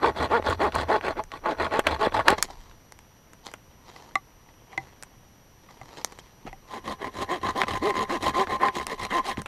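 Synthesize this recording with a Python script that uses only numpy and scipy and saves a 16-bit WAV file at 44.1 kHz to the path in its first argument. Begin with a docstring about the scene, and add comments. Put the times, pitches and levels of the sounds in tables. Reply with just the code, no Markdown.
"""A hand saw rasps through a dry spruce branch, close up over quiet forest air and a faint electronic whine.
Teeth mostly bite evenly on the pull and skitter on the push: tooth strikes and torn-fibre clicks drive
resonant wood. Twigs snap as bursts of noise, boots rustle as filtered crackle, and struck wood rings
as decaying sines; then the saw cuts a second branch."""
import sys
import numpy as np
from scipy import signal
from scipy.io import wavfile
from scipy.ndimage import uniform_filter1d

SR = 44100
rng = np.random.default_rng(int(sys.argv[2]) if len(sys.argv) > 2 else 0)


def generate_wav(signal):
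    """Clip the signal to [-1, 1] and save it as 16-bit WAV at the path in sys.argv[1]."""
    frames = np.transpose(np.atleast_2d(signal))
    scaled = np.clip(frames, -1, 1) * 32767
    pcm = np.round(scaled).astype(np.int16)
    wavfile.write(sys.argv[1], SR, pcm)


N = 417627


def gain_of(db):
    """Turns decibels into an amplitude factor."""
    return 10 ** (np.asarray(db) / 20)


def evened(x):
    """Scales a signal to rms 1."""
    return x / np.sqrt(np.mean(x ** 2) + 1e-20)


def drift(samples):
    """Slow random wander of rms 1: noise averaged over this many samples."""
    return evened(uniform_filter1d(rng.standard_normal(N), samples))


def filtered(x, order, edges_hz):
    """Band-passes a signal, as a material that passes only part of the spectrum."""
    return signal.lfilter(*signal.butter(order, edges_hz, "band", fs=SR), x)


def add(mix, s, sound):
    """Lays a sound into the mix at s seconds, cut off at the end."""
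    part = mix[round(s * SR):][:len(sound)]
    part += sound[:len(part)]


def body(points, rings=()):
    """Minimum-phase response of energy 1: a spectrum curve with resonant peaks on it."""
    size = 2 ** 13
    hz = abs(np.fft.fftfreq(size, 1 / SR))
    point_hz, point_db = np.transpose(points)
    level_db = np.interp(np.log(hz + 1), np.log(point_hz), point_db, left=-80, right=-80)
    for mid_hz, width_hz, lift_db in rings:
        level_db = level_db + lift_db / (1 + (2 * (hz - mid_hz) / width_hz) ** 2)
    log_gain = np.log(gain_of(np.maximum(level_db, -80)))
    # the Hilbert transform gives the phase that makes the response causal
    phase = signal.hilbert(log_gain).imag
    taps = np.fft.ifft(np.exp(log_gain - 1j * phase)).real[:size // 2]
    return taps / np.linalg.norm(taps)


def through(x, taps):
    """Sends a sound through a response."""
    return signal.oaconvolve(x, taps)[:N]


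def grit(per_s, spread_db):
    """Random clicks of either sign, a few of them large, at rms 1."""
    size_db = spread_db * np.minimum(rng.exponential(1, N), 5)
    clicks = gain_of(size_db) * rng.choice([-1., 1.], N)
    return evened(clicks * (rng.random(N) < per_s / SR))


def peaked(t, first_s, hold_s, first_db, last_db, up_db_per_s, down_db_per_s, belly_db=0):
    """dB of the loudest event at each moment: climb, glide from first to last level with a bulge, drop."""
    loudest_db = np.full(len(t), -120.)
    events = np.broadcast(first_s, hold_s, first_db, last_db, up_db_per_s, down_db_per_s, belly_db)
    for s, hold, first, last, up, down, belly in events:
        progress = np.clip((t - s) / (hold + 1e-6), 0, 1)
        # the bulge lowers both ends by half of what it adds across the middle
        event_db = first + (last - first) * progress + belly * (np.sin(np.pi * progress) - .5)
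        event_db = event_db - up * np.maximum(s - t, 0) - down * np.maximum(t - s - hold, 0)
        loudest_db = np.maximum(loudest_db, event_db)
    return loudest_db


def patchy(x, db):
    """Lifts and lowers random patches some 20 ms long and 500 Hz wide, less so in the lows."""
    hz, _, spectrum = signal.stft(x, SR, nperseg=512, noverlap=384)
    field = rng.standard_normal(spectrum.shape[::-1])
    field = uniform_filter1d(field, size=8, axis=0)
    field = evened(uniform_filter1d(field, size=6, axis=1))
    change_db = db * (field * np.clip(hz / 1200, 0, 1)).T
    return signal.istft(spectrum * gain_of(change_db), nperseg=512, noverlap=384)[1][:N]


# Spectrum of the steady hiss, relative levels: [pitch_hz, level_db]
AIR_COLOUR = [(20, 0), (110, 3), (400, -8.5), (1000, -13), (2700, -20.5), (4500, -23.5), (5600, -24),
              (6500, -25), (8000, -34.5), (12000, -27), (14500, -39), (16000, -63)]
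# A fuzzy band in the hiss: [pitch_hz, width_hz, lift_db]
AIR_BAND = [(5625, 120, 12.5)]
# Level curve of the low shaking carried along the log: [time_s, level_db]
LOG_SHAKING = [(0.0, -64), (0.13, -54), (2.61, -50), (2.95, -65.5), (6.2, -62), (6.38, -74.5),
               (6.49, -45.5), (6.62, -62), (8.47, -50.5), (8.68, -56), (9.39, -47), (9.47, -59)]
AIR_DB = -56


def forest():
    """Steady air and hiss as coloured noise, over 14-36 Hz noise for the shaking log."""
    air = gain_of(AIR_DB) * through(rng.standard_normal(N), body(AIR_COLOUR, AIR_BAND))
    low_band = signal.butter(2, [14, 36], "band", fs=SR, output="sos")
    low = evened(signal.sosfilt(low_band, rng.standard_normal(N)))
    shaking_s, shaking_db = np.transpose(LOG_SHAKING)
    return air + gain_of(np.interp(np.arange(N) / SR, shaking_s, shaking_db)) * low


# Harmonics of the electronic whine: [harmonic, level_db rms]
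WHINE_HARMONICS = [(1, -78), (2, -68), (3, -81), (4, -72.5), (5, -89)]
FRAME_HZ, WHINE_TURNS_PER_FRAME = 30000 / 1001, 97.645
BLANK_S = .001  # the fade on either side of each restart


def whine():
    """A thin electronic tone with harmonics, dipping out and restarting some thirty times a second."""
    frame = FRAME_HZ * np.arange(N) / SR % 1
    gate = np.clip(np.minimum(frame, 1 - frame) / (FRAME_HZ * BLANK_S), 0, 1)
    tone = np.zeros(N)
    for harmonic, db in WHINE_HARMONICS:
        turns = harmonic * WHINE_TURNS_PER_FRAME * frame + rng.random()
        tone += gain_of(db) * np.sqrt(2) * np.sin(2 * np.pi * turns)
    return gate * tone


# Spectrum of scuffed moss, relative levels: [pitch_hz, level_db]
SCUFF_COLOUR = [(88, -42), (150, -4.5), (519, 0), (576, -5), (966, 2.5), (1520, -13), (1940, -6.5),
                (2580, -13.5), (3300, -8), (4290, -38), (7260, -120)]
# Spectrum of dry leaves, relative levels: [pitch_hz, level_db]
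LEAF_COLOUR = [(1530, -42), (2600, -15.5), (2970, 12), (4410, 7.5), (5570, 3), (6890, 0), (9520, -12.5),
               (12100, -11), (15000, -45)]
# One row a movement: [loudest_s, swell_s, fade_s, scuff_db, leaf_db]
MOVEMENTS = [(2.383, 0.015, 0.055, -31, -39.5), (2.443, 0.058, 0.036, -37, -42),
             (2.505, 0.053, 0.1, -47, -51), (2.6, .15, 0.32, -58.5, -60.5),
             (3.464, 0.031, 0.084, -44.5, -45), (3.87, .05, 0.42, -52, -57.5),
             (3.975, 0.16, 0.12, -49.5, -54), (4.04, .2, 0.27, -54.5, -59.5), (4.488, 0.023, .06, -55, -66),
             (4.728, 0.072, 0.12, -48, -60), (4.81, 0.08, 0.28, -53.5, -62), (5.7, .08, 0.43, -58, -62),
             (5.94, 0.37, 0.09, -51, -56.5), (5.984, 0.066, 0.087, -41.5, -47),
             (6.07, 0.045, 0.74, -58, -61), (6.19, 0.0068, 0.027, -50, -44.5),
             (6.474, 0.028, 0.04, -38, -52.5), (6.69, 0.064, .04, -58, -64)]
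MOVE_RANGE_DB = 27  # what a swell gains and a fade loses
STIR_DB, STIR_LEAF_DB = -64.5, -77  # the faint stir under and between movements
SWISH_DB = -4.5  # smooth cloth swish among the crackles


def rustle():
    """Boots, sleeves and twigs drag through moss and dry leaves: crackle and swish in two colours."""
    t = np.arange(N) / SR
    s, swell_s, fade_s, scuff_db, leaf_db = np.transpose(MOVEMENTS)
    slopes = MOVE_RANGE_DB / swell_s, MOVE_RANGE_DB / fade_s
    scuff = gain_of(peaked(t, s, 0, scuff_db, scuff_db, *slopes)) + gain_of(STIR_DB)
    leaf = gain_of(peaked(t, s, 0, leaf_db, leaf_db, *slopes)) + gain_of(STIR_LEAF_DB)
    swish = gain_of(SWISH_DB) * rng.standard_normal(N)
    friction = patchy(evened(grit(2500, 5.2) + swish), 2.6)
    return scuff * through(friction, body(SCUFF_COLOUR)) + leaf * through(friction, body(LEAF_COLOUR))


def resonate(x, hz, width_hz):
    """One resonance: a two-pole ring whose damping sets its width."""
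    r = np.exp(-np.pi * width_hz / SR)
    return signal.lfilter([1, 0, -1], [1, -2 * r * np.cos(2 * np.pi * hz / SR), r * r], x)


def blade(strokes):
    """Tooth pairs passed, evenness, buzz and fizz: blade speed arches over each stroke."""
    t = np.arange(N) / SR
    columns = np.transpose(strokes)
    # each stroke hands over halfway between its release and the next bite
    turns_s = (columns[0, 1:] + (columns[0] + columns[1])[:-1]) / 2
    now = columns[:, np.searchsorted(turns_s, t)]
    fizz_db, _, top_s, pairs_hz, half_s, even, buzz_db = now[4:]
    speed = np.clip(1 - .5 * ((t - top_s) / half_s) ** 2, .25, 1)
    wobble = .012 * drift(500)
    pairs = np.cumsum(pairs_hz * speed * (1 + wobble)) / SR
    return pairs, np.clip(even, 0, 1), buzz_db, fizz_db


BITE_DB_PER_S, LIFT_DB_PER_S = 718, 684  # how fast a stroke climbs to its hold and drops after it
BELLY_DB, EVEN_BELLY_DB = 0.5, 4  # bulge in the hold, and how much more a fully even bite bulges
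FLEX_AT, FLEX_DB_PER_S = 0.69, 160  # the branch bends most this far through the hold
THINS_DB_PER_S = 2.5  # the lows lighten as the cut deepens
PATCHY_DB = 2.5  # the upper colour shifts as the contact moves along blade and branch


def cut(strokes, wood, fizz, flex, orders, lean, soft_hz, weight_db):
    """Left-set and right-set teeth strike unequally; fibres tear in clumps, the blade sings, the branch bends."""
    t = np.arange(N) / SR
    s, hold_s, first_db, last_db, _, bend_db, *_, stroke_even, _ = np.transpose(strokes)
    level_db = peaked(t, s, hold_s, first_db, last_db, BITE_DB_PER_S, LIFT_DB_PER_S,
                      BELLY_DB + EVEN_BELLY_DB * stroke_even)
    flex_db = peaked(t, s + FLEX_AT * hold_s, 0, bend_db, bend_db, FLEX_DB_PER_S, FLEX_DB_PER_S)
    pairs, even, buzz_db, fizz_db = blade(strokes)

    # one pulse a tooth, alternately stronger and weaker
    tooth = np.floor(2 * pairs)
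    uneven_set = 1 + lean * (-1) ** tooth
    strike = np.diff(tooth, prepend=0) * uneven_set * gain_of(0.92 * rng.standard_normal(N))
    strike = strike / np.sqrt(uniform_filter1d(strike ** 2, 2000) + 1e-9)

    # on uneven strokes the blade chatters: it grabs, then lets go, some fifty times a second
    clump = gain_of(0.62 * drift(400))
    grabs = np.cumsum(52 * (1 + .35 * drift(1500))) / SR
    clump = clump * gain_of(-11.0 * (1 - even) * (grabs % 1 - .5))
    torn = evened(clump * grit(1500, 2.0))

    # the even part of the bite is blunt: well above soft_hz mostly torn fibres sound
    blunt = signal.butter(2, soft_hz, fs=SR)
    dull = signal.filtfilt(*blunt, torn)
    bite = np.sqrt(even) * signal.filtfilt(*blunt, strike) + (1 - even) * dull + torn - dull
    lows = signal.filtfilt(*signal.butter(2, 600, fs=SR), bite)
    lows_db = weight_db - THINS_DB_PER_S * np.clip(t - s[0], 0, s[-1] - s[0])
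    bite += (gain_of(lows_db) - 1) * lows

    # the blade sings at multiples of the tooth-pair rate
    song = sum(gain_of(db) * np.sin(2 * np.pi * k * pairs + k * k) for k, db in orders)
    buzz = gain_of(buzz_db) * song

    # sawdust clicks gather just after each tooth when the bite is even
    after_tooth = np.exp(-(2 * pairs % 1) / 0.93)
    chips = evened(clump * (.5 + even * after_tooth) * grit(9000, 3.65))
    bend = evened(resonate(resonate(rng.standard_normal(N), *flex), *flex))
    press = gain_of(uniform_filter1d(level_db, size=300))
    sound = through(press * (bite + buzz), wood) + through(press * gain_of(fizz_db) * chips, fizz)
    return patchy(sound, PATCHY_DB) + gain_of(uniform_filter1d(flex_db, 800)) * bend


# One row a saw stroke, both branches; bite levels are before the bulge, fizz is relative to the bite:
# [bite_s, hold_s, first_db, last_db, fizz_db, flex_db, top_speed_s, tooth_pairs_hz at top speed,
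#  half_s from top to half speed, evenness 0-1, buzz_db]
SAW_STROKES = [ (.035, 0.061, -20.5, -26.5, -16, -37, .065, 243, 0.044, 0.33, -1),
               (.172, 0.079, -28.5, -26.5, -10, -32.5, .23, 132, 0.034, 0.15, -6),
               (.315, 0.063, -21.5, -21, -23, -51, .355, 240, 0.049, 0.76, -3.5),
               (.46, 0.067, -28.5, -26, -7, -30.5, .509, 237, 0.095, 0, -27),
               (.612, .07, -20, -27, -18, -38, .643, 210, 0.042, .56, -2),
               (.75, 0.071, -28.5, -25, -8, -29.5, .751, 246, .088, 0, -23),
               (.896, 0.072, -23.5, -25, -16.5, -44, .938, 223, .051, 0.32, -2.5),
               (1.04, 0.072, -26.5, -28, -16.5, -41, 1.065, 190, 0.068, 0.35, -9),
               (1.185, 0.011, -27.5, -32.5, -14.5, -48, 1.21, 220, .048, 0, -4.5),
               (1.33, .04, -44, -40.5, -7.5, -55, 1.31, 217, 0.084, 0.06, -19),
               (1.457, 0.068, -28, -26, -17.5, -64, 1.475, 173, 0.079, 0.11, -6.5),
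               (1.605, 0.061, -22, -26, -15, -39.5, 1.653, 250, 0.061, 0.24, -17),
               (1.727, 0.059, -21.5, -22.5, -20.5, -57, 1.778, 234, 0.068, 0.43, -7.5),
               (1.872, 0.079, -21.5, -29, -12.5, -33.5, 1.9, 263, .082, 0.01, -24),
               (2.009, 0.058, -23, -23.5, -14, -54, 2.041, 220, 0.086, 0.23, -5.5),
               (2.145, 0.061, -24.5, -26.5, -12.5, -34.5, 2.161, 160, 0.086, 0.18, -10),
               (2.28, 0.05, -18, -22.5, -16.5, -44, 2.337, 216, 0.085, 0.67, -5.5),
               (6.71, 0.071, -40, -36, -12.5, -65, 6.726, 217, .1, 0.36, -9),
               (6.858, 0.069, -35.5, -32.5, -9.5, -45, 6.889, 137, 0.1, 0.2, -22),
               (7.015, 0.063, -32, -32.5, -15, -49, 7.038, 170, 0.08, 0.07, -27),
               (7.144, 0.085, -39, -28.5, -9.5, -43.5, 7.228, 202, 0.042, 0.27, -33),
               (7.306, 0.063, -22.5, -29, -19.5, -66, 7.336, 185, .053, 0.67, -6.5),
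               (7.432, 0.075, -31.5, -29, -11, -39, 7.469, 264, .062, 0.06, -11),
               (7.565, 0.06, -24.5, -25.5, -17.5, -59, 7.609, 196, 0.053, 0.6, -8.5),
               (7.685, 0.087, -31, -31, -7.5, -36, 7.732, 232, .079, 0.03, -33),
               (7.829, .075, -26.5, -24.5, -16.5, -59, 7.88, 212, .065, 0.44, 0.5),
               (7.952, 0.079, -29.5, -26.5, -10, -43, 8.02, 223, 0.083, 0, -10),
               (8.1, 0.063, -26, -25, -16.5, -58, 8.134, 178, 0.044, .55, -4.5),
               (8.225, 0.068, -27.5, -23, -9.5, -37.5, 8.264, 171, 0.059, 0.16, -9.5),
               (8.346, 0.077, -27, -18.5, -17.5, -58, 8.414, 200, 0.077, 0.55, -7),
               (8.5, 0.053, -28, -25, -12, -41, 8.523, 244, 0.091, 0, -21),
               (8.615, .069, -20.5, -21, -22.5, -52, 8.664, 206, 0.099, 0.46, -14),
               (8.759, 0.073, -29, -39, -4, -45, 8.76, 180, 0.096, 0, -10),
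               (8.868, 0.063, -41, -27, -10.5, -58, 8.914, 235, 0.064, 0.15, -8),
               (8.992, 0.058, -37, -26.5, -8, -47, 9.034, 193, 0.056, 0.1, -21),
               (9.111, 0.078, -27, -21.5, -18.5, -56, 9.163, 174, .05, .66, -8),
               (9.258, 0.064, -27.5, -29, -10, -56, 9.284, 198, .061, 0.42, -18),
               (9.382, 0.0075, -37, -28.5, -12.5, -43, 9.42, 104, .037, 0.3, 1.5)]
FIRST_BRANCH_STROKES = 17
# First branch's wood spectrum, relative levels: [pitch_hz, level_db]
FIRST_WOOD_COLOUR = [(76, -51), (130, -10.5), (206, -7.5), (464, 0), (776, -5), (864, 0.5), (1310, -6.5),
                     (1890, -8.5), (2840, -20), (3300, -24), (4290, -59), (7260, -120)]
# First branch's wood resonances: [pitch_hz, width_hz, lift_db]
FIRST_WOOD_RINGS = [(655, 60, 7), (851, 70, 5), (1105, 73, 7.5), (1450, 90, 6), (1895, 70, 4)]
# First branch's sawdust spectrum, relative levels: [pitch_hz, level_db]
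FIRST_DUST_COLOUR = [(1650, 3), (2800, -3), (4150, 7.5), (4770, -1), (5480, -10), (7890, -11.5),
                     (10700, -18), (12000, -22), (15200, -32), (16000, -49)]
# First branch's sawdust resonances: [pitch_hz, width_hz, lift_db]
FIRST_DUST_RINGS = [(3386, 190, 8.5), (3720, 200, -2.5)]
# Bending of the whole first branch: pitch_hz, width_hz
FIRST_BEND = (76, 26)
# Blade song in the first branch: [multiple of the tooth-pair rate, level_db]
FIRST_SONG = [(2, -8), (3, -21.5), (4, -13), (5, -18)]


def first_branch():
    """The first cut: teeth excite the first branch's wood and sawdust colours."""
    wood = body(FIRST_WOOD_COLOUR, FIRST_WOOD_RINGS)
    fizz = body(FIRST_DUST_COLOUR, FIRST_DUST_RINGS)
    strokes = SAW_STROKES[:FIRST_BRANCH_STROKES]
    return cut(strokes, wood, fizz, FIRST_BEND, FIRST_SONG, lean=0.3, soft_hz=1630, weight_db=4.5)


# Twig snaps and tooth catches; thump and treble are relative to the crack, treble dies in 0.6 of t60:
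# [start_s, crack_db, thump_db, treble_db, t60_s]
TWIG_SNAPS = [(0.046, -24.5, 8.5, -28, 0.014), (0.425, -25, -3, -22, 0.015), (0.5, -19, -14, -6, 0.014),
              (0.7222, -26.5, -16, -26, 0.024), (.753, -22.5, -18, 2.5, 0.021),
              (1.011, -22.5, -7, -28, 0.014), (1.238, -36, -7, 6, 0.013), (1.3181, -23, -36, -41, 0.013),
              (1.7934, -11.5, -6, -7, 0.032), (1.8691, -4.5, -17, -12, 0.025), (2.123, -27, -3, -22, 0.015),
              (2.2826, 4.5, -21, -16, 0.014), (2.304, -10, -5, -2, 0.01), (2.4262, -8.5, -35, 9.5, 0.017),
              (2.713, -38.5, -19, -17, 0.014), (2.9225, -34.5, -8, 6.5, 0.011), (2.99, -36.5, -21, 2, 0.01),
              (3.334, -37.5, -5, 2.5, 0.012), (3.46, -38, -25, 6, 0.015), (3.5155, -39, -13, 3, 0.017),
              (3.5384, -26, -9.5, -1.5, 0.027), (4.111, -45, -8, -9, 0.015),
              (5.026, -28.5, -14, 6.5, 0.007), (5.0343, -29.5, -23, 6, 0.012),
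              (5.9783, -44, -10, -25, 0.015), (6.047, -13, -14, 8, 0.0069), (6.123, -35.5, -6, 3, 0.012),
              (6.1883, -32, -7, -3, 0.011), (7.6173, -4, -52, -47, 0.0047),
              (7.6346, -15.5, -3.5, -26, 0.028), (8.4714, -24.5, -5, -25, 0.027),
              (8.6847, -15, -17, -26, 0.017), (8.8683, -16.5, -17, 4, 0.011),
              (9.3726, -23.5, -12, -32, 0.018), (9.4184, -29.5, -6, 6, 0.013),
              (9.4596, -23, -12, -11, 0.035)]


def snaps():
    """Fibres part in a sharp pull, then noise dies within milliseconds in three bands, treble fastest."""
    out, t = np.zeros(N), np.arange(SR // 8) / SR
    for s, crack_db, thump_db, treble_db, t60_s in TWIG_SNAPS:
        burst = np.where(t == 0, 5.0, rng.standard_normal(len(t)))
        # the crack starts as a pull, the thump as a push
        parts = [([200, 800], thump_db, 1.0, 1), ([800, 2800], 0, 1.0, -1), ([3300, 9000], treble_db, .6, -1)]
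        for edges_hz, lift_db, slow, sign in parts:
            ring = filtered(burst * gain_of(-60 * t / (slow * t60_s)), 2, edges_hz)
            add(out, s, sign * gain_of(crack_db + lift_db) * ring / abs(ring).max())
    return out


def trees(x):
    """A short scatter off log and trunks: sparse echoes of random sign, dying away."""
    t = np.arange(SR // 4) / SR
    echoes = rng.choice([-1., 1.], len(t)) * (rng.random(len(t)) < .05)
    taps = echoes * gain_of(-60 * t / 0.081) * (t > .003)
    return through(x, taps / np.linalg.norm(taps))


# The blade jams or a boot lands, one dull swing: [start_s, level_db, pitch_hz]
DULL_JOLTS = [(0.397, -16.5, 488), (1.7903, -9.5, 450), (2.0709, -8.5, 478), (2.326, -9.5, 449.5),
              (6.452, -31.5, 244), (9.379, -20, 261.4), (9.381, -33, 298)]


def jolts():
    """A heavily damped thud: about one and a half soft swings."""
    out = np.zeros(N)
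    for s, db, hz in DULL_JOLTS:
        turns = np.arange(0, 1.6, hz / SR)
        add(out, s, gain_of(db) * np.sin(np.pi * turns / 1.6) * -np.cos(2 * np.pi * turns))
    return out


# Blows on dry wood; where it is hit sets what rings:
# [start_s, level_db, log_thump_db, low_modes_db, middle_mode_db, upper_modes_db, ring_time_factor]
WOOD_KNOCKS = [(2.385, -23, -25.5, -15, -2, -4, .5), (2.486, -37, -30, 2, -10, -4, 0.44),
               (2.502, -30, -29, 5.5, -14, -27, 0.2), (3.487, -35, -22, 3, -1, 7, 0.46),
               (3.962, -34, -28, -13, 0, 9, 0.55), (4.155, -7, -37, -5, 2.5, 8, 0.74),
               (4.489, -46, -20, -13, -7, 4, 0.56), (4.73, -35, -23, -6, -10, 3, 0.86),
               (4.777, -15, -24, -5, -29, 1.5, 1.05), (5.688, -40, -20, -13, 1, 4, 0.49),
               (5.814, -31, -9, 3, -1.5, 4.5, 0.47), (6.475, -30, -10, -1, -7, -1, 0.3),
               (6.529, -30, -14, 2, -18, 4, 0.56), (7.682, -18, -35, -17, 4, 6, 0.56),
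               (7.906, -18, -27, -9, -3, 11, 0.46), (8.498, -23, -30, 13, 3, 10, 0.52)]
# Modes in four groups (thump, low, middle, upper), ring times before the factor above:
# [pitch_hz, level_db, t60_s]
WOOD_MODES = [
    [(130, 0, .3)],
    [(335, -12, .06), (780, 0, .08), (930, -5, .04)],
    [(1157, 0, .055)],
    [(1620, -9, .012), (2030, 0, .026), (2400, -8, .014), (3300, -18, .012), (4100, -17, .012),
     (5200, -22, .01), (7400, -26, .012)],
]
CRACK_DB, CRACK_T60_S = -14, 0.012  # splinter of noise at the start of a knock, relative to it


def knocks():
    """A rough contact of a few milliseconds rings the modes of dry wood."""
    out, t = np.zeros(N), np.arange(SR // 3) / SR
    for s, db, *shares_db, slow in WOOD_KNOCKS:
        ring = np.zeros(len(t))
        for share_db, modes in zip(shares_db, WOOD_MODES):
            for hz, mode_db, t60_s in modes:
                decay = gain_of(share_db + mode_db - 60 * t / (t60_s * slow))
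                ring += decay * np.sin(2 * np.pi * hz * t)
        ring *= 1 - np.exp(-t / 8e-4)  # soft onset
        contact = rng.standard_normal(150)
        ring = ring + .025 * np.convolve(ring, contact)[:len(t)]
        splinter = filtered(rng.standard_normal(len(t)), 2, [2500, 7500])
        crack = splinter * gain_of(CRACK_DB - 60 * t / CRACK_T60_S)
        add(out, s, gain_of(db) * (ring / abs(ring).max() + crack))
    return out


# Second branch's wood spectrum, relative levels: [pitch_hz, level_db]
SECOND_WOOD_COLOUR = [(76, -35), (130, -12.5), (400, -2.5), (470, -5), (925, -8), (1030, 0), (1350, -17.5),
                      (1870, -14.5), (2420, -29.5), (3300, -21), (4290, -118), (7260, -120)]
# Second branch's wood resonances: [pitch_hz, width_hz, lift_db]
SECOND_WOOD_RINGS = [(213, 40, 6), (800, 90, 8), (1041, 60, 9), (1210, 80, 4), (1910, 530, 5.8),
                     (2140, 270, 8), (2470, 60, 2)]
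# Second branch's sawdust spectrum, relative levels: [pitch_hz, level_db]
SECOND_DUST_COLOUR = [(1650, 7), (2800, 8), (3920, 5), (5600, 0.5), (6520, -2), (9460, -7), (10300, -4.5),
                      (11600, -13.5), (12800, -10), (15200, -22), (16000, -44)]
# Second branch's sawdust resonances: [pitch_hz, width_hz, lift_db]
SECOND_DUST_RINGS = [(3184, 140, 5.8), (4020, 560, 7.1), (6690, 280, 6.3), (8160, 190, 2.7)]
# Bending of the whole second branch: pitch_hz, width_hz
SECOND_BEND = (76, 55)
# Blade song in the second branch: [multiple of the tooth-pair rate, level_db]
SECOND_SONG = [(2, -7), (3, -18.5), (4, -25), (5, -34)]


def second_branch():
    """The second cut: the remaining strokes excite the second branch's own colours."""
    wood = body(SECOND_WOOD_COLOUR, SECOND_WOOD_RINGS)
    fizz = body(SECOND_DUST_COLOUR, SECOND_DUST_RINGS)
    strokes = SAW_STROKES[FIRST_BRANCH_STROKES:]
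    return cut(strokes, wood, fizz, SECOND_BEND, SECOND_SONG, lean=0.18, soft_hz=1030, weight_db=4.0)


def scene():
    """Saw, hits and their faint scatter over the quiet floor."""
    floor = forest() + whine() + rustle()
    saw = first_branch() + second_branch()
    hits = snaps() + jolts() + knocks()
    return (floor + saw + hits + gain_of(-19) * trees(hits))[None]


def record(dry):
    """Soft overload rounds the loudest cracks, then a steep low-pass removes the extreme treble."""
    rounded = np.tanh(dry / .95) * .95
    edge = signal.firwin(511, 16400, window=("kaiser", 9), fs=SR)  # cutoff in Hz
    return signal.oaconvolve(rounded, edge[None], "same")


dry = scene()
out = record(dry)
generate_wav(out)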